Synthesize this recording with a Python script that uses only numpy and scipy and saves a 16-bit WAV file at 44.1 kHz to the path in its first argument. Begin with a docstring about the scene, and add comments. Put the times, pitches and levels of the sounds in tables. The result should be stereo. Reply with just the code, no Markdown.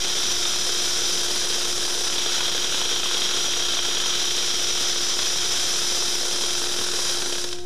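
"""A welding arc already burns on aluminium sheet in a hard-walled workshop, its noise ringing in nozzle and sheet.
Wire drops short and pop all along; from about 2.2 s to 4.5 s the torch works mostly close, and beads tick thicker.
The torch then draws back, leans over from 6.5 s, and at 7.4 s the trigger is let go: the arc starves and goes out.
A motor hum, rumble and drones lie beneath throughout.
One microphone feeds two slightly skewed tape tracks that round the peaks and hiss."""
import sys
import numpy as np
from scipy import signal
from scipy.fft import rfft, irfft, next_fast_len
from scipy.io import wavfile

SR = 44100
rng = np.random.default_rng(int(sys.argv[2]) if len(sys.argv) > 2 else 0)


def inscribe(sig):
    """Save sig as 16-bit PCM at rate SR to the path in sys.argv[1].

    A 1-D sig is mono; a 2-D sig holds one channel per row.
    Samples are clipped to [-1, 1] before scaling.
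    """
    pcm = np.round(np.clip(np.atleast_2d(sig).T, -1, 1) * 32767)
    wavfile.write(sys.argv[1], SR, pcm.astype(np.int16))


def gain_from_db(level_db):
    """Turn a decibel level (scalar or array-like) into a linear amplitude factor."""
    decades = np.asarray(level_db, float) / 20
    return 10 ** decades


N = 337365


def rms_one(x):
    """Scale to rms 1."""
    return x / np.sqrt(np.mean(x ** 2) + 1e-20)


def in_time(rows):
    """Columns of a curve table, sample by sample."""
    s, *columns = np.transpose(rows)
    t = np.arange(N) / SR
    return [np.interp(t, s, column) for column in columns]


def at_hz(points, hz):
    """Columns of a spectrum table at the given frequency, on a log axis."""
    corner, *columns = np.transpose(points)
    return [np.interp(np.log(hz), np.log(corner), column) for column in columns]


def drift(rate_hz):
    """Slow chance of spread 1: noise through a double one-pole low-pass, run in for a second."""
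    r = np.exp(-2 * np.pi * rate_hz / SR)
    noise = rng.standard_normal(N + SR)
    return rms_one(signal.lfilter([1], [1, -2 * r, r * r], noise)[SR:])


def resonate(x, hz, width_hz):
    """A resonance passed twice, so that the valleys beside it stay dark."""
    # each pass is wider, so that the pair has about the given width
    r = np.exp(-np.pi * 1.5 * width_hz / SR)
    gain = (1 - r * r) / 2
    section = [gain, 0, -gain, 1, -2 * r * np.cos(2 * np.pi * hz / SR), r * r]
    return signal.sosfilt([section, section], x)


def shaped(x, points):
    """Smooth colouring by a (hz, db) spectrum."""
    size = next_fast_len(N)
    hz = np.maximum(np.fft.rfftfreq(size, 1 / SR), 1)
    gain_db, = at_hz(points, hz)
    return irfft(rfft(x, size) * gain_from_db(gain_db), size)[..., :N]


def strikes_of(events):
    """One click per (start_s, strike_db) row."""
    start_s, strike_db = np.transpose(events)
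    out = np.zeros(N)
    out[(start_s * SR).astype(int)] = gain_from_db(strike_db)
    return out


def puffs(strikes, decay_s, snap):
    """Each strike is a snap followed by a burst of noise that dies in a few milliseconds."""
    dying = signal.lfilter([1], [1, -np.exp(-1 / (decay_s * SR))], strikes + 1e-18)
    return dying * rng.standard_normal(N) + snap * strikes


# pose of the torch: start_s [s], closeness [0-1], lean [0-1]
TORCH_POSE = [(0, 0.55, 0.1), (.5, 0.03, 0.1), (1, 0, 0.2), (1.5, 0.37, 0.65), (2.05, 0.14, 0.77),
              (2.2, 0.88, 0.25), (2.8, 0.9, 0.25), (3.4, 0.91, 0.17), (4, 0.97, 0.13), (4.5, 0.52, 0),
              (5, 0.1, 0), (5.5, 0.02, 0.19), (6, 0, 0.35), (6.5, 0.14, 0.63), (7, 0.15, 0.96),
              (7.4, 0.34, 1), (7.65, 0.03, 0.5)]


def torch_pose():
    """How close and how leaning the torch is held, moving smoothly from pose to pose."""
    return in_time(TORCH_POSE)


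# the trigger is let go: the arc starves, then goes out and leaves the cooling pool
STARVES_S, STARVES_DB_PER_S = 7.42, 79
OUT_S, OUT_DB_PER_S, EMBER_DB = 7.54, 300, -42
# strength of the sizzle as the hand travels, before the resonances: start_s [s], level_db [dB]
SIZZLE_LEVEL = [(0, -16.5), (.59, -14.5), (1.34, -15), (1.83, -17.5), (2.1, -16.5), (2.36, -16), (3, -18),
                (3.13, -16), (3.6, -17), (4.92, -15.5), (5.32, -14.5), (6.07, -15), (6.54, -17.5),
                (6.9, -18), (7.09, -14.5), (7.2, -18), (7.39, -21.5)]


def sizzle_db():
    """The travelling strength of the arc, starved and then put out at the end."""
    t = np.arange(N) / SR
    starving_db = STARVES_DB_PER_S * np.maximum(t - STARVES_S, 0)
    going_out_db = OUT_DB_PER_S * np.maximum(t - OUT_S, 0)
    level_db, = in_time(SIZZLE_LEVEL)
    return np.maximum(level_db - starving_db - going_out_db, EMBER_DB)


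# further drops form at a fairly even pace, slower when the torch is close
DROP_EVERY_S, CLOSE_SLOWS_S, DROP_JITTER_S = .026, .007, .003
DROP_DB, DROP_SPREAD_DB = -23.5, 1.1
# drops shorting at set times, strong and weak: start_s [s], strike_db [dB before the resonances]
TIMED_DROPS = [(0.044, -17.5), (0.307, -25), (0.452, -15), (0.533, -22), (0.691, -17.5), (0.873, -23),
               (1.126, -30), (1.282, -21), (1.416, -25), (1.468, -23), (1.672, -24), (1.778, -25),
               (1.879, -21.5), (1.975, -24), (2.125, -22), (2.181, -18), (2.217, -23), (2.26, -18),
               (2.342, -20), (2.379, -23), (2.405, -20), (2.456, -21), (2.479, -20), (2.547, -18.5),
               (2.642, -19.5), (2.692, -25), (2.743, -17.5), (2.815, -20), (2.851, -20), (2.925, -19),
               (2.96, -20.5), (3.031, -21), (3.057, -18), (3.11, -20), (3.143, -18), (3.169, -20),
               (3.218, -18), (3.289, -19), (3.308, -17), (3.369, -20), (3.51, -26), (3.594, -22),
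               (3.683, -21), (3.733, -19), (3.769, -17.5), (3.789, -19), (3.882, -22), (3.911, -22),
               (3.969, -20), (4.0, -19), (4.126, -23), (4.241, -24), (4.377, -18), (4.537, -23),
               (4.641, -22), (4.805, -19), (4.927, -18), (5.189, -13.5), (5.358, -21), (5.429, -19),
               (5.538, -21), (5.676, -24), (5.845, -23), (6.022, -20), (6.153, -22), (6.31, -22),
               (6.435, -18.5), (6.482, -22), (6.577, -22), (6.616, -19), (6.666, -22), (6.713, -23),
               (6.737, -22), (6.786, -20), (6.811, -18.5), (6.863, -22), (6.958, -22), (7.051, -21),
               (7.093, -18.5), (7.219, -19), (7.258, -20), (7.323, -19.5), (7.353, -20), (7.38, -23.5),
               (7.439, -21), (7.467, -33), (7.51, -31), (7.526, -26), (7.584, -33.5)]


def drops(close):
    """Drops at set times, with each wait between two shared evenly among further ones until the arc starves."""
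    timed_s = np.transpose(TIMED_DROPS)[0]
    ends = timed_s[1:][timed_s[1:] < STARVES_S]
    even_s = []
    for start, end in zip(timed_s, ends):
        pace_s = DROP_EVERY_S + CLOSE_SLOWS_S * close[int(end * SR)]
        count = max(round((end - start) / pace_s), 1)
        even_s += list(np.linspace(start, end, count + 1)[1:-1])
    late, louder = rng.standard_normal((len(even_s), 2)).T
    further_s = np.array(even_s) + DROP_JITTER_S * late
    return list(TIMED_DROPS) + list(zip(further_s, DROP_DB + DROP_SPREAD_DB * louder))


SHORT_S, SHORT_DIP_DB = 0.0097, -2.5
LEAN_DIP_DB = -2   # the hiss sinks deeper when the torch leans


def burning_hiss(level, strikes, lean):
    """Noise that flickers with the arc length and sinks just before each pop, while a drop bridges the gap."""
    hiss = level * gain_from_db(1.43 * drift(38)) * rng.standard_normal(N)
    bridging = np.exp(-np.arange(SR // 20) / (SHORT_S * SR))
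    # run backwards in time, so that the dip leads up to the strike
    reversed_strikes = 1. * (strikes[::-1] > 0)
    shorted = signal.fftconvolve(reversed_strikes, bridging)[:N][::-1]
    return hiss * gain_from_db((SHORT_DIP_DB + LEAN_DIP_DB * lean) * np.minimum(shorted, 1))


def sputter(level):
    """Small pops at random, about 150 a second, that follow the strength of the arc."""
    loudness_db = 3.5 * np.minimum(rng.exponential(1, N), 3)
    small = (rng.random(N) < 150 / SR) * gain_from_db(loudness_db)
    return level * rms_one(puffs(small, decay_s=0.0052, snap=3.2))


# resonances of nozzle, sheet and microphone: pitch_hz [Hz], width_hz [Hz], level_db [dB],
# close_db [dB more when close], lean_db [dB more when leaning]
RESONANCE_BANK = [(236, 160, -14.5, 1.5, 1.5), (443, 117, -8, 1.5, 3), (658, 300, -15.5, 2.5, 3.5),
                  (1014, 254, -14.5, 3.5, 3.5), (1386, 227, -7, 2, 0.5), (1647, 280, -10.5, 2, 3),
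                  (2004, 710, -12.5, 1.5, -2.5), (2620, 370, -10, 2.5, 1), (3199, 236, 1, 5, -2),
                  (3608, 224, 1.5, 1, -3), (3830, 210, -1.5, 2.5, 1), (4057, 193, -0.5, 1, 0.5),
                  (4415, 200, -7, 0, -2), (4793, 224, -0.5, -1, 2.5), (5220, 206, 4.5, -3.5, -2),
                  (5403, 130, 3, -6, 2.5), (5563, 340, 1.5, 2, 0), (5924, 182, 6, -2.5, -1.5),
                  (6267, 210, -3.5, -3.5, 3.5), (6684, 336, -3, 3, 1.5), (6902, 575, -3.5, -4, 1.5),
                  (7890, 730, -14, 2.5, 3.5), (8415, 400, -9, -3, 4.5), (9240, 760, -11, -0.5, 3),
                  (10460, 590, -12.5, -2.5, 6), (11290, 780, -20, 1, 2), (12750, 1500, -24, -3, 1),
                  (13430, 260, -17.5, 0, 2.5), (14000, 410, -32, 1, 3)]
# how far pops stand out of the hiss: pitch_hz [Hz], pop_db [dB, drops], sputter_db [dB, small random pops]
POP_TINT = [(250, 15, -4), (600, 14.5, -5), (1390, 12, -5.5), (3400, 10, -7), (6000, -0.5, -8),
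            (9000, 1, -9.5), (13000, -3, -12)]


def arc():
    """Hiss, small random pops and drop pops all ring the same resonances, rebalanced by the pose of the torch."""
    level = gain_from_db(sizzle_db())
    close, lean = torch_pose()
    small_pops = sputter(level)
    strikes = strikes_of(drops(close))
    pops = puffs(strikes, decay_s=0.0062, snap=6.4)
    hiss = burning_hiss(level, strikes, lean)
    out = 0
    for k, (hz, width_hz, db, close_db, lean_db) in enumerate(RESONANCE_BANK):
        pop_db, sputter_db = at_hz(POP_TINT, hz)
        source = hiss + gain_from_db(sputter_db) * small_pops + gain_from_db(pop_db) * pops
        gain = gain_from_db(db + close * close_db + lean * lean_db)
        # neighbouring resonances alternate in sign
        out = out + (-1) ** k * gain * resonate(source, hz, width_hz)
    return out


# further beads fall at random until the arc starves, mostly when the torch is close
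BEADS_PER_S, CLOSE_BEADS_PER_S = 1.5, 5
BEAD_DB = -18.5
# beads hitting the sheet at set times: start_s [s], strike_db [dB before the band-pass]
TIMED_BEADS = [(0.0424, -19), (0.8594, -21), (1.6097, -17.5), (1.7774, -19), (2.1001, -20), (2.1304, -16.5),
               (2.2994, -17.5), (2.6694, -14), (2.9204, -17.5), (3.1194, -20), (3.7494, -14.5),
               (3.8794, -17.5), (4.425, -17.5), (4.784, -18), (5.4224, -19), (5.5974, -18), (6.5164, -18.5),
               (7.2594, -21), (7.3238, -14), (7.44, -18), (7.4884, -21.5), (7.529, -18), (7.5582, -28),
               (7.5864, -39)]


def spatter():
    """Molten beads tick on the sheet: very short bright bursts."""
    close, _ = torch_pose()
    burning = np.arange(N) < STARVES_S * SR
    chance = (BEADS_PER_S + CLOSE_BEADS_PER_S * close) / SR
    further = burning * (rng.random(N) < chance)
    ticks = puffs(strikes_of(TIMED_BEADS) + gain_from_db(BEAD_DB) * further, decay_s=0.004, snap=1.5)
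    bright = signal.butter(3, [2300, 7500], "band", fs=SR, output="sos")
    return signal.sosfilt(bright, ticks)


def walls(x, t60_s=0.6):
    """A dense dying tail from the hard walls, starting 8 ms after the direct sound."""
    t = np.arange(SR // 2) / SR
    tail = rng.standard_normal(len(t)) * gain_from_db(-60 * t / t60_s) * (t > .008)
    return signal.fftconvolve(x, tail / np.sqrt(np.sum(tail ** 2)))[:N]


HUM_HZ = 354.1
# motor hum: start_s [s], fundamental_db [dB rms], octave_db [dB rms]
MOTOR_LEVEL = [(0, -40, -48.5), (.8, -38.5, -47.5), (1.8, -37, -48.5), (2.7, -40.5, -49.5), (4, -39, -48.5),
               (5.5, -39, -47), (6.8, -36.5, -49), (7.3, -37, -56), (7.65, -37, -49)]


def motor():
    """A clean tone and its octave, wavering a little in pitch."""
    first_db, octave_db = in_time(MOTOR_LEVEL)
    phase = 2 * np.pi * np.cumsum(HUM_HZ + 0.77 * drift(4.5)) / SR
    first = gain_from_db(first_db) * np.sin(phase)
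    octave = gain_from_db(octave_db) * np.sin(2 * phase + 1)
    return np.sqrt(2) * (first + octave)


RUMBLE_DB = -49.5
# colour of the workshop rumble: pitch_hz [Hz], level_db [dB per Hz, relative]
RUMBLE_COLOUR = [(20, -5), (50, -5), (90, 6), (140, 0), (220, -1.5), (500, -9), (1500, -18), (6000, -11),
                 (15000, -42)]
# steady low tones of the shop: pitch_hz [Hz], level_db [dB rms before a slow waver]
SHOP_DRONES = [(72.1, -51.5), (120, -60.5), (180, -57.5)]


def workshop():
    """Lumpy broad rumble, as noise of wandering level, and a few drones of steady pitch."""
    rumble = rms_one(shaped(rng.standard_normal(N), RUMBLE_COLOUR))
    out = gain_from_db(RUMBLE_DB + 2.8 * drift(12.0)) * rumble
    t = np.arange(N) / SR
    for hz, db in SHOP_DRONES:
        out = out + np.sqrt(2) * gain_from_db(db + 1.6 * drift(2.2)) * np.sin(2 * np.pi * hz * t)
    return out


def scene():
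    """One microphone hears the arc and spatter, their reverberation, the motor and the shop."""
    near = arc() + spatter()
    heard = near + gain_from_db(-10.0) * walls(near) + motor() + workshop()
    return np.tile(heard, (2, 1))


TAPE_CEILING, EMPHASIS = .15, .5   # ceiling of the lifted signal; zero of each lift stage


def saturate(x):
    """Treble is lifted before the tape rounds the peaks and lowered on playback, which dulls the distortion."""
    lift = np.convolve([1, -EMPHASIS], [1, -EMPHASIS]) / .45
    rounded = TAPE_CEILING * np.tanh(signal.lfilter(lift, [1], x) / TAPE_CEILING)
    return signal.lfilter([1], lift, rounded)


def skew_tracks(taped):
    """The right track lags a fraction of a sample."""
    size = next_fast_len(N)
    hz = np.fft.rfftfreq(size, 1 / SR)
    share = 0.49 + 0.5 / (1 + np.exp((hz - 11500) / 200))
    lag_s = 0.89 / SR * share
    turn = np.exp(-2j * np.pi * hz * lag_s * np.array([[-.5], [.5]]))
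    return irfft(rfft(taped, size) * turn, size)[:, :N]


# blur that differs between the tracks: pitch_hz [Hz], level_db [dB against the common sound]
BLUR_COLOUR = [(30, -32), (120, -22), (400, -21.5), (1400, -17), (3000, -19.5), (7000, -13), (10500, -13),
               (14500, -1.5)]


def track_blur(taped):
    """Blur that follows the sound and differs between the tracks: the signal times low-passed noise."""
    low_pass = signal.butter(2, 700, fs=SR, output="sos")
    flutter = signal.sosfilt(low_pass, rng.standard_normal((2, N)))
    return shaped(taped * rms_one(flutter), BLUR_COLOUR)


TAPE_HISS_DB = -60
# colour of the tape hiss: pitch_hz [Hz], level_db [dB per Hz, relative]
HISS_COLOUR = [(100, -10), (3000, -6), (10000, 0), (15000, 2)]


def tape_hiss():
    """Coloured noise, drawn separately for each track."""
    return gain_from_db(TAPE_HISS_DB) * rms_one(shaped(rng.standard_normal((2, N)), HISS_COLOUR))


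# constant offset of the two tracks: offset [full scale = 1]
OFFSETS = [
    [-.0506],
    [-.0332],
]


def top_cut(x):
    """Nothing passes above the cut-off."""
    return signal.sosfilt(signal.butter(12, 15100, fs=SR, output="sos"), x)


def record(dry):
    """Tape rounds peaks, skews the tracks, blurs and hisses on each; a steep low-pass ends the treble."""
    taped = saturate(dry)
    tracks = skew_tracks(taped) + track_blur(taped) + tape_hiss()
    low_pass = signal.ellip(12, .5, 70, 14500, fs=SR, output="sos")
    mix = signal.sosfilt(low_pass, tracks) + np.array(OFFSETS)
    return top_cut(mix)


dry = scene()
out = record(dry)
inscribe(out)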